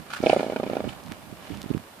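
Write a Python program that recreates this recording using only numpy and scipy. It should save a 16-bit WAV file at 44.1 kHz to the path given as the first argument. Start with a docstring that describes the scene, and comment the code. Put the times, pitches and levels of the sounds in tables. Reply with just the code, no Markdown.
"""A grazing horse gives one long snort: both nostrils flutter, each at its own uneven, slowing rate.
Each flap is a soft puff ringing the nose plus a wet slap of noise, over a hiss of rushing air.
A wet rasp of grainy noise comes first; a noise sniff, clicks in rustling grass and ringing squeaks add detail.
Wind, made of brief pressure dips and low noise, buffets the right side of the microphone.
A soft outdoor hush of coloured noise lies behind, and the muddy paddock adds faint echoes."""
import sys
import numpy as np
from scipy import signal
from scipy.fft import rfft, irfft
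from scipy.io import wavfile

SR = 44100
rng = np.random.default_rng(int(sys.argv[2]) if len(sys.argv) > 2 else 0)


def wav_out(sig):
    """Save sig, one row per channel (or a flat mono array), as 16-bit PCM at SR to the path in sys.argv[1]."""
    wavfile.write(sys.argv[1], SR, np.round(np.clip(np.atleast_2d(sig).T, -1, 1) * 32767).astype(np.int16))


N = 88200
T = np.arange(N) / SR  # time in seconds

# All levels are set before panning, echoes and the microphone's colour.
# Snort: first flap of each nostril, and the time after which no flap starts, in seconds
FIRST_A_S, FIRST_B_S, SNORT_END_S = .2383, .2301, .86
# Flutter rate of each nostril. Each row: time in seconds, flaps per second.
FLUTTER_RATE_A = [(.24, 32.3), (.27, 32.2), (.3, 30.5), (.333, 32.3), (.365, 30.2), (.41, 28.9),
                  (.53, 30.1), (.64, 30.3), (.8, 26.9)]
FLUTTER_RATE_B = [(.23, 30.3), (.263, 29), (.297, 29.5), (.331, 26.4), (.37, 26.6), (.46, 25.45),
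                  (.62, 26.7), (.8, 23.45)]
# Strength of the flaps of each nostril. Each row: time in seconds, strength in dB before the puff trim.
FLAP_FORCE_A = [(.238, -9), (.27, -6.5), (.333, -10.5), (.365, -11.5), (.44, -17.5), (.55, -16),
                (.67, -22.5), (.77, -13.5), (.805, -17), (.843, -19)]
FLAP_FORCE_B = [(.23, -21.5), (0.265, -8.5), (.33, -6.5), (0.369, -12), (.41, -16), (.485, -21.5),
                (.525, -19), (.64, -19), (.72, -23.5), (.8, -22.5), (.84, -32)]
# Half width of the dip in a flap of FIRM_DB; harder flaps are shorter, by a share per dB
FLAP_HALF_S, FIRM_DB, QUICKER_PER_DB = .00054, -14, .011
# Random spread from flap to flap: strength in dB, then width and nose pitch as shares
FLAP_SPREAD_DB, WIDTH_SPREAD, NOSE_SHIFT = 1.14, .07, .07
# Bass cut of the puffs in Hz, and their trim in dB
RADIATION_HZ, PUFF_DB = 125, -3.5
# Ringing of the nose after a flap. 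Each row: pitch in Hz, width in Hz, level in dB.
NOSE_MODES = [(249, 86, 5), (670, 267, 5), (864, 120, -9)]
# Narrow passages, rung by slap and hiss. Each row: pitch in Hz, width in Hz, level in dB.
PASSAGE_MODES = [(850, 108, 10.5), (1348, 165, 4), (1840, 220, -21), (2247, 160, 1.5), (2990, 100, -9.5),
                 (3830, 210, -21)]
PASSAGE_TOP_HZ, PASSAGE_SHIFT = 4440, .058  # treble cut; random pitch shift as a share
# Loudness of the wet slap against its flap. Each row: time in seconds, relative level in dB.
SLAP_WETNESS = [(.33, -14), (.47, -9), (.59, -5), (.66, -10), (.75, -6), (.84, -7.5)]
SLAP_RISE_S, SLAP_DECAY_S, SLAP_SPREAD_DB = .001, .003, 2
# Rush of air through the nostrils. Each row: time in seconds, level in dB.
AIR_FLOW = [(.17, -85), (.2, -54), (.235, -41.5), (.27, -38), (.32, -35), (.36, -41), (.42, -41),
            (.47, -48.5), (.8, -63), (.865, -59), (.895, -41.5), (.93, -54), (1.0, -80)]
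SPRAY_PER_S, SPRAY_DB, JET_DB = 550, 17, -4.5  # droplets per second; dB against the steady air, the hiss
# Colour of the jet noise outside. Each row: frequency in Hz, relative dB per Hz.
JET_COLOUR = [(600, -30), (1500, 10.5), (4500, 5), (6000, 1), (10000, -2.5), (14000, -22)]

# Loudness of the rasp. Each row: time in seconds, level in dB.
RASP_LEVEL = [(.095, -60), (.105, -39), (.128, -43.5), (.137, -30.5), (.145, -34), (.156, -42.5),
              (.167, -36), (.185, -43.5), (.22, -52), (.25, -77)]
# Hollow ringing of the rasp. Each row: pitch in Hz, width in Hz, relative level in dB.
RASP_RINGING = [(865, 87, -2), (1150, 71, 1), (1410, 140, 13), (2000, 270, -4), (2400, 340, 0.5),
                (3100, 300, -5)]
RASP_FIZZ_DB, RASP_GRAIN_DB = -7.5, -3  # jet noise against ringing; grains against a steady level
# Wet pops and squeaks at the muzzle. Each row: time in seconds, peak in dB, pitch in Hz,
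# half length in seconds.
MUZZLE_SQUEAKS = [(0.135, -27.5, 850, 0.0034), (0.165, -28.5, 1480, 0.0047), (0.23, -35.5, 5060, .003),
                  (0.2622, -19.5, 3110, 0.0012), (0.268, -13.5, 2400, 0.002), (0.292, -28.5, 4770, 0.006),
                  (0.299, -15.5, 2430, 0.0027), (.312, -25, 2350, 0.0065), (0.3218, -20, 2420, 0.0024),
                  (0.3357, -31.5, 9300, 0.0013), (0.395, -30, 2050, 0.0012), (.8912, -28, 2800, 0.0032),
                  (1.704, -41, 3530, 0.0012), (1.740, -41, 2400, 0.0059)]
SQUEAK_WIDTH = .32  # resonance width as a share of the pitch
# Loudness of the soft sniff. Each row: time in seconds, level in dB.
SNIFF_LEVEL = [(1.33, -74), (1.44, -52), (1.58, -54.5), (1.68, -74)]
# Ringing of the sniff. Each row: pitch in Hz, width in Hz, relative level in dB.
SNIFF_RINGING = [(1950, 750, 0), (2800, 650, 0)]
# Clicks of lips, grass and teeth. Each row: time in seconds, peak in dB, pitch in Hz.
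GRAZING_CLICKS = [(1.0375, -34, 4500), (1.0625, -31, 3200), (1.0835, -33, 900), (1.1212, -20, 1700),
                  (1.549, -32, 2400), (1.573, -28, 2600), (1.6175, -21.5, 3400), (1.630, -28, 3800),
                  (1.7785, -26, 1000)]
CLICK_WIDTH = .8  # resonance width as a share of the pitch
# Loudness of the rustling grass. Each row: time in seconds, level in dB.
RUSTLE_LEVEL = [(0, -50), (.85, -44.5), (.95, -45.5), (1.02, -51), (1.12, -45.5), (1.2, -54.5), (1.35, -53),
                (1.46, -47), (1.58, -50), (1.68, -49), (1.74, -48.5), (1.81, -54), (2, -56)]
# Colour of the rustle. Each row: frequency in Hz, relative dB per Hz.
GRASS_COLOUR = [(650, 17.5), (1400, 8.5), (2100, 6), (2900, 5), (4500, -3.5), (7000, -10), (14000, -27)]

# Single buffets on the microphone. Each row: time in seconds, peak in dB on the right.
WIND_BUFFETS = [(0.2048, -17), (0.7133, -19), (0.852, -20), (0.8686, -23), (0.8763, -15.5), (1.118, -22.5),
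                (1.328, -24.5), (1.5052, -20), (1.5118, -24), (1.5223, -23.5), (1.6427, -22.5),
                (1.6623, -21.5), (1.7057, -12), (1.713, -10), (1.7496, -10), (1.7561, -21), (1.7711, -19)]
BUFFET_HALF_S, WIND_LEFT_DB = .00095, -29.5  # half width of the dip; left side against right
# Rumble of the eddies between buffets. Each row: time in seconds, level in dB on the right.
EDDY_LEVEL = [(0, -34), (.05, -54), (.16, -56.5), (.25, -31.5), (.45, -42), (.8, -40.5), (.87, -30.5),
              (.93, -43.5), (1.03, -48), (1.07, -36.5), (1.125, -39.5), (1.17, -50.5), (1.29, -43.5),
              (1.32, -36), (1.36, -48), (1.48, -51), (1.51, -34), (1.55, -32), (1.62, -41), (1.69, -42),
              (1.77, -29.5), (1.81, -49), (1.94, -91), (1.99, -50)]
# Colour of the eddies. Each row: frequency in Hz, relative dB per Hz.
EDDY_COLOUR = [(25, -17.5), (60, -1.5), (140, 3), (280, -1), (420, -18.5), (700, -20.5), (1500, -50)]
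# Colour of the outdoor hush. Each row: frequency in Hz, relative dB per Hz.
HUSH_COLOUR = [(25, -19), (90, -1.5), (250, 4), (420, -2.5), (600, -0.5), (1000, -2.5), (2000, -8),
               (4000, -13.5), (6500, -18), (9000, -15.5), (14500, -17.5)]
HUSH_DB = -48

# Likeness of left and right in coloured noise. Each row: frequency in Hz, likeness from 0 to 1.
SIDE_LIKENESS = [(50, 1), (500, 0.79), (1500, 0.089), (4000, 0), (10000, 0)]
# Lean to the right: each pan lowers the left and raises the right by this many dB
FLUTTER_PAN_DB, HISS_PAN_DB, SQUEAK_PAN_DB, HUSH_PAN_DB = 1.5, 1.5, 1.5, 1.5
LEFT_LEAD_S = .00008  # the flutter reaches the left this much sooner
# Echoes from ground and shed. Each row: delay in seconds, left level in dB, right level in dB.
EARLY_ECHOES = [(.0017, -22, -10), (.0143, -24, -22)]
SCATTER_DB, SCATTER_T60_S, SCATTER_HZ = -12, .09, 3960  # level, time to fade by 60 dB, treble cut
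# Extra upper middle on the right of the microphone. Each row: pitch in Hz, width in Hz, added level in dB.
RIGHT_BRIGHTNESS = [(4440, 1100, -14.5)]
CUTOFF_HZ = 14700


def from_db(db):
    """Turn decibels into gain."""
    return 10 ** (np.asarray(db) / 20)


def rms_one(x):
    """Scale to an average power of one."""
    return x / np.sqrt(np.mean(x ** 2) + 1e-20)


def curve(rows, s=T):
    """Read a table at the given times, with straight lines between its rows."""
    return np.interp(s, *np.transpose(rows))


def at_hz(points, hz):
    """Read a table of frequencies, with straight lines over log frequency."""
    return curve([(np.log(f), v) for f, v in points], np.log(hz))


def pan(db):
    """Left and right gains that lean a sound to the right."""
    return from_db([[-db], [db]])


def resonate(x, modes):
    """Resonances ring side by side, each peaking at gain 1 before its own dB; wider ones die sooner."""
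    out = 0
    for hz, width, db in modes:
        r = np.exp(-np.pi * width / SR)
        feedback = [1, -2 * r * np.cos(2 * np.pi * hz / SR), r * r]
        ringing = signal.lfilter([1, 0, -1], feedback, x + 1e-18)
        out = out + from_db(db) * (1 - r * r) / 2 * ringing
    return out


def white():
    """White noise, partly shared by the two sides."""
    return rms_one(rng.standard_normal(N) + 1.33 * rng.standard_normal((2, N)))


def noise(spectrum):
    """Stereo noise of a given colour, alike on both sides in the bass, with power one."""
    hz = np.maximum(np.fft.rfftfreq(N, 1 / SR), 1)
    mid, side = rfft(rng.standard_normal((2, N)))
    alike = np.clip(at_hz(SIDE_LIKENESS, hz), 0, 1)
    sides = np.sqrt(1 + alike) * mid + np.sqrt(1 - alike) * side * [[1], [-1]]
    below = np.minimum(hz / spectrum[0][0], 1) ** 2  # fades under the lowest row
    return rms_one(irfft(below * from_db(at_hz(spectrum, hz)) * sides, N))


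def dying(clicks, decay_s):
    """Each click starts an exponential fall."""
    return signal.lfilter([1], [1, -np.exp(-1 / (decay_s * SR))], clicks + 1e-18)


def crackle(per_s, spread_db, decay_s):
    """Loudness shape of random little bursts of uneven size, with power one."""
    sizes = from_db(spread_db * np.minimum(rng.exponential(1, N), 3))
    starts = rng.random(N) < per_s / SR
    return rms_one(dying(sizes * starts, decay_s))


def puff(s, half_s):
    """A brief, smooth check in an air stream: a pressure dip between two crests."""
    u = np.minimum(((T - s) / half_s) ** 2, 100)
    return (u - 1) * np.exp(-u / 2)


def nostril(first_s, rate, force):
    """The wall flaps shut again and again; each flap puffs into the nose, slaps wetly and reshapes it."""
    puffs, slaps = np.zeros(N), np.zeros((2, N))
    air, s = white(), first_s
    slap_t = T[:SR // 40]
    slap_shape = np.minimum(slap_t / SLAP_RISE_S, 1) * np.exp(-slap_t / SLAP_DECAY_S)
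    for size, width, wet, stretch in rng.standard_normal((30, 4)):
        if s > SNORT_END_S:
            break
        db = curve(force, s) + FLAP_SPREAD_DB * size
        half_s = FLAP_HALF_S * np.exp(WIDTH_SPREAD * width - QUICKER_PER_DB * (db - FIRM_DB))
        flap = from_db(db) * puff(s, half_s)
        nose = [(hz * np.exp(NOSE_SHIFT * stretch), wide, gain) for hz, wide, gain in NOSE_MODES]
        puffs += flap + resonate(flap, nose)

        # the slap starts two typical half widths before the middle of the dip, near the leading crest, and
        # swells in
        span = int((s - 2 * FLAP_HALF_S) * SR) + np.arange(len(slap_t))
        slap = passages(air[:, span] * slap_shape, PASSAGE_SHIFT * stretch)
        slap_db = curve(SLAP_WETNESS, s) + db + SLAP_SPREAD_DB * wet
        slaps[:, span] += 2 * from_db(slap_db) * slap
        s += 1 / curve(rate, s)
    bass_cut = signal.butter(1, RADIATION_HZ, "high", fs=SR, output="sos")
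    return from_db(PUFF_DB) * signal.sosfilt(bass_cut, puffs) + slaps


def passages(x, stretch=0):
    """Narrow nasal passages ring and damp the treble; stretch shifts their pitches."""
    modes = [(hz * np.exp(stretch), width, db) for hz, width, db in PASSAGE_MODES]
    treble_cut = signal.butter(2, PASSAGE_TOP_HZ, fs=SR, output="sos")
    return signal.sosfilt(treble_cut, resonate(x, modes))


def hiss():
    """Air and droplets rush through the passages, with a broad jet noise outside."""
    spray = from_db(SPRAY_DB) * crackle(SPRAY_PER_S, spread_db=4, decay_s=.001)
    air = rms_one(passages(white() * (1 + spray)))
    return from_db(curve(AIR_FLOW)) * (air + from_db(JET_DB) * noise(JET_COLOUR))


def rasp():
    """Grainy bursts of noise ring hollow resonances, with a fizz of jet noise."""
    bursts = crackle(per_s=900, spread_db=3, decay_s=.001)
    grains = rms_one(1 + from_db(RASP_GRAIN_DB) * bursts)
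    hollow = rms_one(resonate(white(), RASP_RINGING))
    fizz = from_db(RASP_FIZZ_DB) * noise(JET_COLOUR)
    return from_db(curve(RASP_LEVEL)) * grains * (hollow + fizz)


def ping(envelope, hz, width, db):
    """A burst of noise rings one steep-sided resonance, up to a given peak."""
    mode = [(hz, width * hz, 0)]
    x = resonate(resonate(envelope * white(), mode), mode)
    return from_db(db) * x / abs(x).max()


def squeaks():
    """Films of moisture at nostrils and lips pop and squeak for a few milliseconds."""
    total = 0
    for s, db, hz, half_s in MUZZLE_SQUEAKS:
        swell = np.exp(-np.minimum(((T - s) / half_s) ** 2, 20))
        total = total + ping(swell, hz, SQUEAK_WIDTH, db)
    return total


def sniff():
    """The horse draws air softly back in: noise through two broad nostril resonances."""
    return from_db(curve(SNIFF_LEVEL)) * rms_one(resonate(white(), SNIFF_RINGING))


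def snap(s, db, hz):
    """One sharp break rings a heavily damped resonance, up to a given peak."""
    impulse = 1. * (np.arange(N) == int(s * SR))
    x = resonate(impulse, [(hz, CLICK_WIDTH * hz, 0)])
    return from_db(db) * x / abs(x).max()


def grass():
    """Dry clicks of lips, grass and teeth over a fine crackling rustle."""
    crackling = noise(GRASS_COLOUR) * crackle(per_s=1000, spread_db=4.5, decay_s=.0027)
    clicks = sum(snap(s, db, hz) for s, db, hz in GRAZING_CLICKS)
    return from_db(curve(RUSTLE_LEVEL)) * crackling + clicks


def paddock(x):
    """Ground and shed return two early echoes, and the surroundings a faint, dull scatter."""
    out = x.copy()
    for delay_s, left_db, right_db in EARLY_ECHOES:
        late = [np.interp(T - delay_s, T, side, left=0) for side in x]
        out += from_db([[left_db], [right_db]]) * late
    treble_cut = signal.butter(2, SCATTER_HZ, fs=SR, output="sos")
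    tail = signal.sosfilt(treble_cut, white()) * from_db(-60 * T / SCATTER_T60_S)
    # set the tail's energy by the share of the spectrum that it fills
    tail *= np.sqrt(2 * SCATTER_HZ / SR / np.sum(tail[0] ** 2))
    return out + from_db(SCATTER_DB) * signal.fftconvolve(x, tail, axes=1)[:, :N]


def wind():
    """Eddies and single buffets strike the right port and barely reach the left."""
    buffets = sum(from_db(db) * puff(s, BUFFET_HALF_S) for s, db in WIND_BUFFETS)
    eddies = from_db(curve(EDDY_LEVEL)) * noise(EDDY_COLOUR)
    return (buffets + eddies) * from_db([[WIND_LEFT_DB], [0]])


def hush():
    """The outdoor background is steady noise, strongest in the bass."""
    return from_db(HUSH_DB) * noise(HUSH_COLOUR) * pan(HUSH_PAN_DB)


def scene():
    """The horse a little to the right, wind on the microphone, the hush behind."""
    nostril_a = nostril(FIRST_A_S, FLUTTER_RATE_A, FLAP_FORCE_A)
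    nostril_b = nostril(FIRST_B_S, FLUTTER_RATE_B, FLAP_FORCE_B)
    left, right = (nostril_a + nostril_b) * pan(FLUTTER_PAN_DB)
    flutter = np.array([np.interp(T + LEFT_LEAD_S, T, left), right])
    breath_and_grass = (hiss() + rasp() + sniff() + grass()) * pan(HISS_PAN_DB)
    horse = flutter + breath_and_grass + squeaks() * pan(SQUEAK_PAN_DB)
    return paddock(horse) + wind() + hush()


def record(dry):
    """The microphone's right side is a little brighter; the top is cut steeply."""
    left, right = dry
    coloured = np.array([left, right + resonate(right, RIGHT_BRIGHTNESS)])
    top_cut = signal.ellip(12, .1, 90, CUTOFF_HZ, fs=SR, output="sos")
    return signal.sosfilt(top_cut, coloured)


dry = scene()
out = record(dry)
wav_out(out)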